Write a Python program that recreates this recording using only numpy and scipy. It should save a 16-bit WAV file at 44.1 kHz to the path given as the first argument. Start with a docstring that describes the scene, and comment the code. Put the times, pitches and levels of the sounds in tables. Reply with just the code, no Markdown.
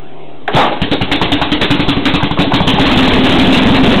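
"""A faint motor hum in a workshop, then a clank and a rattle as a small antique two-stroke is kicked over. The
engine catches in uneven pops, about ten a second, and speeds up to twice that. Each pop is a thump, a gliding
ring of the crankcase and a blast of gas, over piston knocks and churning gear. The microphone stands close to
the engine, hears little above 4 kHz and overloads on the pops."""
import sys
import numpy as np
from scipy import signal
from scipy.fft import rfft, irfft, next_fast_len
from scipy.io import wavfile
from scipy.ndimage import uniform_filter1d, map_coordinates

SR = 44100
rng = np.random.default_rng(int(sys.argv[2]) if len(sys.argv) > 2 else 0)


def master(y):
    """Save y as 16-bit WAV."""
    cut = np.clip(np.atleast_2d(y).T, -1, 1)
    pcm = np.round(cut * 32767)  # scale
    wavfile.write(sys.argv[1], SR, pcm.astype(np.int16))


N = 176400

# tones of the distant motor: pitch_hz, level_db
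MOTOR_TONES = [(140, -47), (278, -50), (301, -49), (349.7, -48), (382.5, -47), (419, -47.5), (625, -51.5),
               (692, -47.5), (770, -48)]
# room tone: frequency_hz, density_db
AIR_SPECTRUM = [(25, -4), (60, -8), (150, 4.5), (300, 6), (550, -0.5), (1000, -4), (1600, -13.5),
                (2700, -10.5), (4000, -14.5), (6000, -28)]

# churn of the running gear: time_s, level_db
GEAR_LEVEL = [(.47, -48), (0.558, -8), (.8, -26.5), (1.3, -22), (2, -23.5), (2.35, -26), (2.7, -20.5),
              (2.9, -10.5), (3.4, -11), (4, -10)]
# its colour: frequency_hz, density_db
GEAR_SPECTRUM = [(25, -12), (60, -4), (120, 4.5), (300, 15.5), (450, 10), (850, 7), (1300, -1.5),
                 (2200, -1.5), (3400, 0), (4300, -3), (6000, -32)]
# knocks of the loose piston and rod: start_s, level_db
PISTON_KNOCKS = [(.814, -20), (.911, -19), (1.010, -9.5), (1.111, -10), (1.214, -1), (1.317, -5.5),
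                 (1.414, -5), (1.609, -11), (1.701, -6), (1.879, -8), (1.965, -6.5), (2.04, -13.5),
                 (2.139, -5), (2.203, -8), (2.226, -5), (2.308, -7), (2.371, -6.5), (2.384, -7),
                 (2.518, -2.5), (2.603, -5), (2.784, -7), (3.077, -9)]
# their colour: frequency_hz, density_db
KNOCK_SPECTRUM = [(150, -10), (450, -13), (650, 15.5), (870, 21), (1150, 10), (1600, -3.5), (4000, -17)]

# the starter lever hits its stop: start_s, level_db, t60_s
STOP_HIT = (.478, -10, 0.098)
# noise of that hit: frequency_hz, density_db
STOP_SPECTRUM = [(200, -18), (500, -4), (750, 4), (1100, 3), (1800, -1.5), (2500, -8.5), (4000, -13.5),
                 (6000, -32)]
# modes of the stop: pitch_hz, level_db, t60_s
STOP_MODES = [(340, -13.5, .25), (422, -5, 0.51), (687, -11, .3), (732, -15, 0.27), (1103, -11, 0.23),
              (1620, -20, .25), (2170, -30, 0.082), (2540, -26, 0.15)]
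# the lever rattles back over its ratchet: start_s, level_db, t60_s
RATCHET_CLICKS = [(.566, -1, 0.23), (0.585, 2, 0.21), (.612, -1, 0.17), (0.642, -6, 0.21),
                  (.676, -13, 0.11), (.72, -16, 0.06)]
# their colour: frequency_hz, density_db
RATCHET_SPECTRUM = [(100, -17), (300, -7.5), (450, -3), (560, 9.5), (680, 8.5), (800, 7.5), (1020, -1.5),
                    (1400, -11.5), (1800, -11), (2500, -16), (3600, -10.5), (6000, -39)]

# one pop per turn of the crank: start_s, thump_db, ring_db, blast_db
ENGINE_POPS = [(.549, 4.5, -14, -4.5), (0.817, -2.5, -10.5, -7.5), (0.914, -6, -5, -5),
               (1.013, -5, -11.5, -9.5), (1.115, -10, -3, 0), (1.215, -6, -11, -1.5), (1.319, -8, 1, -2.5),
               (1.416, -7, -12, -5.5), (1.517, -8, 0.5, -5), (1.613, -9, -11, -0.5),
               (1.705, 3.5, 2.5, -1.5), (1.794, 0.5, -3, -5), (1.883, 2.5, 0.5, -2), (1.97, -6.5, -10, -19),
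               (2.054, -3.5, 0.5, 1.5), (2.138, 2.5, -1.5, -4.5), (2.231, -2, -7, -10),
               (2.311, -3, -9.5, -15.5), (2.390, 8, -1, 0), (2.467, -17, -8.5, -25), (2.535, 7, 1.5, 0.5),
               (2.607, 3, -22, -17), (2.672, 6, 1.5, -0.5), (2.737, 2, -10.5, -12.5),
               (2.796, -0.5, 2.5, -2), (2.853, -3, 1.5, 0), (2.912, -7, 2, -3), (2.970, 7.5, 3.5, -1.5),
               (3.026, -3, 3.5, -4), (3.079, -0.5, -5, -6.5), (3.132, 6, 3, -3), (3.187, -1.5, -1, -9),
               (3.238, -1.5, 2, -3.5), (3.291, -25, -3.5, -5.5), (3.341, -3, -4, -35.5),
               (3.385, 2, 8.5, 1.5), (3.434, -5, -16, -18.5), (3.478, 2, 5.5, -17), (3.526, -6, -0.5, 1.5),
               (3.57, 1, 1.5, -2), (3.617, -6, -2, -18), (3.657, 3, 5, -2.5), (3.704, 5.5, 5.5, -10),
               (3.745, -6, 0, -1.5), (3.791, -2, 4, -31), (3.832, 5.5, -4.5, -3.5), (3.877, 3, 8, -6.5),
               (3.919, -3, 1.5, -4), (3.963, -1.5, 0, -25.5)]
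# the thump rises with engine speed: time_s, pitch_hz
THUMP_CURVE = [(.5, 148), (2.5, 155), (3, 183.6), (4, 187.4)]
# slow push of air, relative to the thump: time_s, level_db
PUSH_CURVE = [(.5, -18.5), (2, -20), (2.6, -15), (4, -10)]
# ring of the crankcase as the port opens: time_s, pitch_hz
RING_CURVE = [(.5, 266.7), (2.4, 267.2), (2.9, 231.2), (3.3, 229), (4, 224.5)]
# what every pop shakes, from plank and block to cooling fins: pitch_hz, level_db, t60_s
BODY_MODES = [(107.2, -13.5, 0.15), (197, -14, 0.17), (440.4, -25, .2), (865, -26, .25), (1108, -29.5, 0.3),
              (2510, -39, 0.25), (3155, -26, 0.25), (3410, -22, 0.27), (3800, -33, .2)]
# escaping gas: frequency_hz, density_db
BLAST_SPECTRUM = [(30, 6.5), (100, 4.5), (300, 3.5), (500, -1), (850, -2), (1300, -6), (2000, -4.5),
                  (2700, -1.5), (3500, -1), (4300, 2), (6000, -20)]

# narrow response of the microphone chain: frequency_hz, gain_db
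MIC_RESPONSE = [(20, 0), (3500, 2), (3900, -2), (4200, -13), (4450, -27.5), (4750, -48), (5200, -54)]

THUMP_LEAD_S, THUMP_CREST_S, PUSH_S = 0.002375, 0.0057, 0.0048
RING_RISE_PER_TURN, PORT_CLOSES_TURNS = 0.251, 0.87
OVERLOAD_TOP, OVERLOAD_BOTTOM, HARDNESS = 0.38, 0.59, 4.57
BIAS, LOWER_RAIL, TOP_HZ = -0.099, -0.7, 15900  # the converter sits off centre, towards its lower rail


def amp(db):
    """Decibels to gain."""
    return 10 ** (np.asarray(db) / 20)


def unit(x):
    """Scale to rms 1."""
    return x / np.sqrt(np.mean(x ** 2) + 1e-20)


def wobble(rate, size=N):
    """A smooth random curve, rate knots a second."""
    return map_coordinates(rng.standard_normal(400), [np.arange(size) * rate / SR + 2], mode="mirror")


def curve_at(time_s, points):
    """The value of a (time_s, value) curve."""
    return np.interp(time_s, *np.transpose(points))


def coloured(x, points):
    """Filter by (frequency_hz, gain_db) points on a log frequency axis."""
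    size = next_fast_len(N + 8192)
    hz, db = np.transpose(points)
    gain_db = np.interp(np.log(np.fft.rfftfreq(size, 1 / SR) + 1), np.log(hz + 1), db)
    return irfft(rfft(x, size) * amp(gain_db), size)[:N]


def noise(spectrum, patchy_db):
    """Coloured noise of rms 1, with patches of random gain in time and frequency."""
    cells = signal.stft(rng.standard_normal(N), nperseg=1024)[2]
    patches = uniform_filter1d(rng.standard_normal(cells.shape), size=7, axis=0)
    patches = unit(uniform_filter1d(patches, size=6, axis=1))
    patchy = signal.istft(cells * amp(patchy_db * patches))[1][:N]
    return unit(coloured(patchy, spectrum))


def add(track, start_s, sound):
    """Mix a sound into the track."""
    part = track[max(round(start_s * SR), 0):][:len(sound)]
    part += sound[:len(part)]


def burst(attack_s, t60_s):
    """Half a second of envelope: quick rise, exponential fall."""
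    t = np.arange(SR // 2) / SR
    return (1 - np.exp(-t / attack_s)) * amp(-60 * t / t60_s)


def bursts(rows, attack_s):
    """Joint envelope of (start_s, level_db, t60_s) noise bursts, summed in power."""
    power = np.zeros(N)
    for start_s, db, t60_s in rows:
        add(power, start_s, (amp(db) * burst(attack_s, t60_s)) ** 2)
    return np.sqrt(power)


def struck(modes):
    """One blow on a set of modes, each with its own chance level and a slight waver."""
    t = np.arange(SR // 2) / SR
    out = np.zeros(len(t))
    for hz, db, t60_s in modes:
        envelope = amp(db + rng.normal(0, 2.5)) * burst(0.0013, t60_s)
        phase = 2 * np.pi * (hz * t + rng.random())
        waver = 0.69 * np.sqrt(hz / 1000) * wobble(62.5, len(t))
        out += envelope * np.sin(phase + waver)
    return out


def workshop():
    """Far from the microphone, a motor hums over the still air of the room."""
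    t = np.arange(N) / SR
    hum = np.zeros(N)
    for hz, db in MOTOR_TONES:
        hum += amp(db + 2.1 * wobble(6.4)) * np.sin(2 * np.pi * hz * t + 0.87 * wobble(5.94))
    return np.sqrt(2) * hum + amp(-38.5) * noise(AIR_SPECTRUM, patchy_db=3.5)


def room_echo(x):
    """The short answer of the workshop's floor and walls."""
    tail = rng.standard_normal(SR // 2) * burst(attack_s=0.025, t60_s=0.46)
    return signal.fftconvolve(x, tail / np.linalg.norm(tail))[:N]


def running_gear():
    """The gear churns at the kick, drops back, then grows with engine speed."""
    level_db = curve_at(np.arange(N) / SR, GEAR_LEVEL) + 1.9 * wobble(70)
    return amp(level_db) * noise(GEAR_SPECTRUM, patchy_db=1.5)


def piston():
    """The loose piston and rod give short, dull knocks."""
    knocks = bursts([(start_s, db, 0.061) for start_s, db in PISTON_KNOCKS], attack_s=0.0012)
    return knocks * noise(KNOCK_SPECTRUM, patchy_db=7)


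def starter():
    """The lever clanks on its stop, which rings, then rattles back over the ratchet."""
    rattle = bursts(RATCHET_CLICKS, attack_s=0.00059) * noise(RATCHET_SPECTRUM, patchy_db=6)
    clank = bursts([STOP_HIT], attack_s=0.0005) * noise(STOP_SPECTRUM, patchy_db=1.5)
    start_s, db, _ = STOP_HIT
    add(clank, start_s, amp(db) * struck(STOP_MODES))
    return clank + rattle


def gas_blasts():
    """Gas rushes out at each pop: a sharp burst of noise."""
    blasts = bursts([(start_s, db, 0.19) for start_s, _, _, db in ENGINE_POPS], attack_s=0.00067)
    return blasts * noise(BLAST_SPECTRUM, patchy_db=3)


def thump(start_s):
    """About two cycles of low tone over a slow push of air."""
    t = np.arange(SR // 2) / SR
    swell_age, push_age = t / THUMP_CREST_S, t / PUSH_S
    swell = (swell_age * np.exp(1 - swell_age)) ** 2.77
    push = push_age * (push_age - 2) * np.exp(1 - push_age)
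    tone = np.sin(2 * np.pi * curve_at(start_s, THUMP_CURVE) * t)
    return swell * tone + amp(curve_at(start_s, PUSH_CURVE)) * push


def crankcase_ring(start_s, turn_s):
    """The crankcase rings at a pitch that climbs with the piston, until the port closes."""
    turns = np.minimum(np.arange(SR // 2) / SR / turn_s, 2)
    glide = 1 + RING_RISE_PER_TURN * turns + 0.05 * wobble(101, len(turns))
    hz = curve_at(start_s, RING_CURVE) * glide
    tone = np.sin(2 * np.pi * (np.cumsum(hz) / SR + rng.random()))
    port_open = 1 / (1 + (turns / PORT_CLOSES_TURNS) ** 8)
    return tone * burst(attack_s=0.004, t60_s=0.18) * port_open


def pops():
    """Close to the microphone, each firing thumps, rings the crankcase, shakes the iron and blows out gas."""
    out = np.zeros(N)
    turn_lengths_s = np.gradient([pop[0] for pop in ENGINE_POPS])
    for (start_s, thump_db, ring_db, _), turn_s in zip(ENGINE_POPS, turn_lengths_s):
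        add(out, start_s - THUMP_LEAD_S, amp(thump_db) * thump(start_s))
        add(out, start_s, amp(ring_db) * crankcase_ring(start_s, turn_s))
        add(out, start_s, amp(thump_db) * struck(BODY_MODES))
    return out + gas_blasts()


def scene():
    """In mono: the engine up close, its echo and the workshop behind it."""
    engine = pops() + piston() + running_gear() + starter()
    return (engine + amp(-13.5) * room_echo(engine) + workshop())[None]


def record(dry):
    """The microphone overloads unevenly and is cut near 4 kHz; troughs crackle on the lower rail."""
    pressure = dry[0]
    limit = np.where(pressure > 0, OVERLOAD_TOP, OVERLOAD_BOTTOM)
    squashed = pressure / (1 + np.abs(pressure / limit) ** HARDNESS) ** (1 / HARDNESS)
    railed = np.maximum(coloured(squashed, MIC_RESPONSE) + BIAS, LOWER_RAIL)
    passband = np.fft.rfftfreq(N, 1 / SR) < TOP_HZ
    return irfft(rfft(railed) * passband, N)[None]


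dry = scene()
out = record(dry)
master(out)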